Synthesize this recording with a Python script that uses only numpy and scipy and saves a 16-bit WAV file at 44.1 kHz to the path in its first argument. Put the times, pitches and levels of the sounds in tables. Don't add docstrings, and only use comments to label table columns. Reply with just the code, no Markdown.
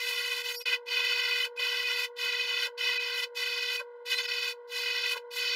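import sys
import numpy as np
from scipy import signal
from scipy.fft import rfft, irfft
from scipy.io import wavfile

SR = 44100
rng = np.random.default_rng(int(sys.argv[2]) if len(sys.argv) > 2 else 0)


def dump(signal):
    limited = np.clip(np.atleast_2d(signal).T, -1, 1)
    pcm = np.round(limited * 32767).astype(np.int16)
    wavfile.write(sys.argv[1], SR, pcm)


N = 244755
TIME = np.arange(N) / SR


def from_db(db):
    return 10 ** (np.asarray(db) / 20)


def rms_one(x):
    return x / np.sqrt(np.mean(x ** 2) + 1e-20)


def drift(rate):
    hz = np.arange(N // 2 + 1) * SR / N
    return rms_one(irfft(rfft(rng.standard_normal(N)) / (1 + (hz / rate) ** 2), N))


def noise(spectrum):
    hz, db = np.transpose(spectrum)
    bins = np.maximum(np.arange(N // 2 + 1) * SR / N, 1)
    colour = from_db(np.interp(np.log(bins), np.log(hz), db))
    return rms_one(irfft(rfft(rng.standard_normal(N)) * colour, N))


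def tone(hz, waver_hz, rate):
    return np.sqrt(2) * np.sin(2 * np.pi * np.cumsum(hz + waver_hz * drift(rate)) / SR)


def gate(start, end, rise_s, fall_s):
    return np.exp(np.minimum(TIME - start, 0) / rise_s - np.maximum(TIME - end, 0) / fall_s)


def bump(t, half_width):
    return np.exp(-((TIME - t) / half_width) ** 2)


# f/Hz, relative level/dB
FAN_SPECTRUM = [(30, -58.5), (130, -32), (230, -10), (300, -8), (400, -14.5), (500, -2), (650, -8),
                (930, -2), (1450, -6.5), (2000, -11), (2500, -27), (4000, -30.5), (6200, -48.5),
                (15000, -53)]

def fan_air():
    return from_db(-58) * noise(FAN_SPECTRUM)


# f/Hz, level/dB
FAN_PARTIALS = [(480.1, -50.5), (651, -70), (904, -64.5), (960.2, -64.5), (1440.3, -69.5), (3068, -87),
                (4016, -92.5), (4963, -101.5)]

def fan_hum():
    hum = sum(from_db(db) * tone(hz, waver_hz=0.27, rate=4) for hz, db in FAN_PARTIALS)
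    return from_db(0.82 * drift(19)) * hum


# t/s, half-width/s, level/dB
EDGE_PUFFS = [(1.002, 0.016, -41), (1.47, 0.0064, -43), (1.603, 0.03, -42.5), (2.672, 0.021, -44),
              (3.804, 0.014, -34), (5.155, 0.013, -23)]
# f/Hz, relative level/dB
PUFF_SPECTRUM = [(280, -33), (430, -2), (600, 6.5), (1100, 8), (1600, 12), (2500, -20), (5000, -58)]

def puffs():
    return sum(from_db(db) * bump(t, width) for t, width, db in EDGE_PUFFS) * noise(PUFF_SPECTRUM)


# f/Hz, level/dB
CLUSTER_TONES = [(5570, -46), (7041, -64), (8570, -65), (10018, -65), (10530, -61), (11553, -58),
                 (12053, -54), (12548, -63), (13081, -60), (14500, -60)]
# t/s, half-width/s, hiss gain/dB, tone f/Hz, tone level/dB
RINGING_DIPS = [(0.027, 0.015, -2, 2044, -37), (0.427, 0.012, -10.5, 2500, -66),
                (0.533, 0.0064, -9, 6460, -45), (0.57, 0.013, -29, 4630, -37),
                (0.623, 0.015, -1, 5570, -57), (0.635, 0.0086, -3, 4940, -38),
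                (0.91, 0.011, 2.5, 4500, -47), (1.437, 0.0065, -11, 3016, -33.5),
                (1.582, 0.0066, -11, 2490, -40), (1.846, 0.01, -3.5, 2510, -38.5),
                (2.465, 0.0086, -4.5, 2520, -40), (2.986, 0.0094, -15, 2520, -33.5),
                (3.688, 0.008, -3, 2480, -44), (3.783, 0.019, -9.5, 2487, -40.5),
                (4.167, 0.014, -6, 4070, -36.5), (4.225, 0.0058, -9.5, 6420, -47),
                (4.27, 0.0089, -16.5, 5040, -47), (5.152, .015, -15, 2490, -65)]

def thin_tones(upper_count=5, top_hz=12950, fall_db_per_octave=8.5):
    cluster_span_s = [0.546, 0.605]
    notes = [(*rng.normal(cluster_span_s, scale=0.021), hz, db) for hz, db in CLUSTER_TONES]
    for t, width, _, hz, db in RINGING_DIPS:
        notes.append((t - width, t + width, hz, db))
        for octaves in rng.random(upper_count) * np.log2(top_hz / hz):
            notes.append((t - width, t + width, hz * 2 ** octaves, db - 10 - fall_db_per_octave * octaves))
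    waver_cycles = np.cumsum(12 * drift(39.6)) / SR
    out = np.zeros(N)
    for start, end, hz, db in notes:
        near = (TIME > start - 0.03) & (TIME < end + 0.03)
        sine = np.sqrt(2) * np.sin(2 * np.pi * (hz * TIME[near] + waver_cycles[near] + rng.random()))
        out[near] += from_db(db) * gate(start, end, rise_s=0.003, fall_s=0.002)[near] * sine
    return out


def dip_gain():
    return from_db(sum(db * bump(t, width) for t, width, db, _, _ in RINGING_DIPS))


# f/Hz, relative level/dB
SPRAY_SPECTRUM = [(150, -57), (300, -58), (450, -39.5), (620, -30), (1000, -18), (1300, -9), (1600, -10.5),
                  (2000, -4.5), (2350, -8), (2500, 1.5), (2680, -4.5), (3000, -2.5), (3300, -9),
                  (4300, -36)]
BRIGHT_SPECTRUM = [(1000, -52), (2900, -25.5), (3500, 0.5), (4000, -0.5), (4500, 1), (5100, -2.5),
                   (5550, -6), (6000, -16.5), (6500, -12.5), (7050, -19.5), (8000, -32)]
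AIR_SPECTRUM = [(300, -48), (600, -6), (1500, 4.5), (4000, 9.5), (6500, 3), (7500, 0.5), (9300, -4.5),
                (10100, 0), (12000, -0.5), (13600, -1.5), (15500, -6)]
# t/s, half-width/s, gain/dB
SPRAY_SURGES = [(0.533, 0.021, -7), (.74, .01, 0.5), (0.885, 0.0071, 7.5), (2.857, 0.024, 2.5),
                (3.239, 0.011, 9), (4.129, 0.021, 7.5), (4.184, 0.013, 8), (5.175, 0.0041, 10),
                (5.349, 0.027, -8.5)]
# steady level/dB, opening level/dB, closing level/dB
TRIGGER_PRESSES = [(0, 0.58, 0.073, 2, -34, -1.5, -3.5, -44, -51, -50),
                   (0.599, 0.639, 0.027, -15, -39, 0, -5, -45, -56.5, -69),
                   (0.644, 0.776, .003, -7, -29.5, 5, -5.5, -52, -64, -62),
                   (0.86, 1.479, 0.1, -22, -30.5, -4.5, -4, -51, -84, -49),
                   (1.562, 2.077, 0.047, -20, -32, -2, -4, -49.5, -68, -47.5),
                   (2.163, 2.691, 0.059, -16.5, -32.5, 2.5, -3, -58, -50, -49),
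                   (2.778, 3.264, 0.055, -7.5, -33.5, -10.5, -3, -55.5, -56, -47),
                   (3.348, 3.82, 0.034, -19, -35, 3, -1, -52, -52, -46),
                   (4.055, 4.537, 0.068, -10.5, -35, 3.5, -1, -53.5, -46.5, -48),
                   (4.675, 5.189, 0.1, -28, -34, 3, -1.5, -54.5, -46, -42),
                   (5.308, 5.6, 0.067, -13.5, -33, 14, 0, -54, -46.5, -76)]

def airbrush(shut_s=0.036, shut_db=-27):
    spray_gain, bright_gain, air_gain = np.zeros((3, N))
    for press in TRIGGER_PRESSES:
        start, end, swell_s, first_db, spray_db, trend, bright_db, air_db, opening_db, closing_db = press
        held = np.clip(TIME, start, end)
        swell_db = first_db * np.clip(1 - (held - start) / swell_s, 0, 1) ** 2
        release = np.clip(1 - (end - held) / shut_s, 0, 1) ** 2
        valve = gate(start, end, rise_s=0.0023, fall_s=0.0079) * from_db(shut_db * release)
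        flow = valve * from_db(spray_db + swell_db + trend * (held - (start + end) / 2))
        spray_gain += flow
        bright_gain += flow * from_db(bright_db)
        opening = from_db(opening_db) * bump(start + swell_s, half_width=0.067)
        closing = from_db(closing_db) * bump(end - 0.037, half_width=0.065)
        air_flow = valve * from_db(0.59 * swell_db)
        air_gain += air_flow * (from_db(air_db) + opening + closing)
    flutter = drift(35)
    spray = spray_gain * from_db(1.4 * flutter) * noise(SPRAY_SPECTRUM)
    bright = bright_gain * from_db(-1.18 + 0.49 * flutter) * noise(BRIGHT_SPECTRUM)
    air = air_gain * from_db(3.5 + 1.4 * flutter) * noise(AIR_SPECTRUM)
    surge_db = sum(db * bump(t, width) for t, width, db in SPRAY_SURGES)
    return (spray + bright) * from_db(surge_db) + air


def workshop(x, echo_db=-11.5, t60_s=0.093):
    age = TIME[:SR // 5]
    echoes = rng.standard_normal(len(age)) * from_db(-60 * age / t60_s)
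    return x + from_db(echo_db) * signal.fftconvolve(x, echoes / np.linalg.norm(echoes))[:N]


def scene():
    hiss = workshop(airbrush() + puffs()) + fan_air()
    return (hiss * dip_gain() + thin_tones() + fan_hum())[None]


def hollow(x, delay_s=0.002, share=0.49, count=4):
    repeat = np.zeros(round(delay_s * SR) + 1)
    repeat[0], repeat[-1] = 1, share
    echoes = np.ones(1)
    for _ in range(count):
        echoes = np.convolve(echoes, repeat)
    return signal.lfilter(echoes / np.linalg.norm(echoes), [1], x)


# t/s, gain/dB
DROPOUT_CURVE = [(.619, -2.5), (.631, -20), (0.638, -14), (0.643, -59), (0.653, -31), (0.656, -1.5)]

def record(dry, cutoff_hz=15680):
    t, db = np.transpose(DROPOUT_CURVE)
    interrupted = dry * from_db(np.interp(TIME, t, db))
    top_cut = signal.ellip(14, 0.1, 90, cutoff_hz, fs=SR, output="sos")
    return signal.sosfilt(top_cut, hollow(interrupted))


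dry = scene()
out = record(dry)
dump(out)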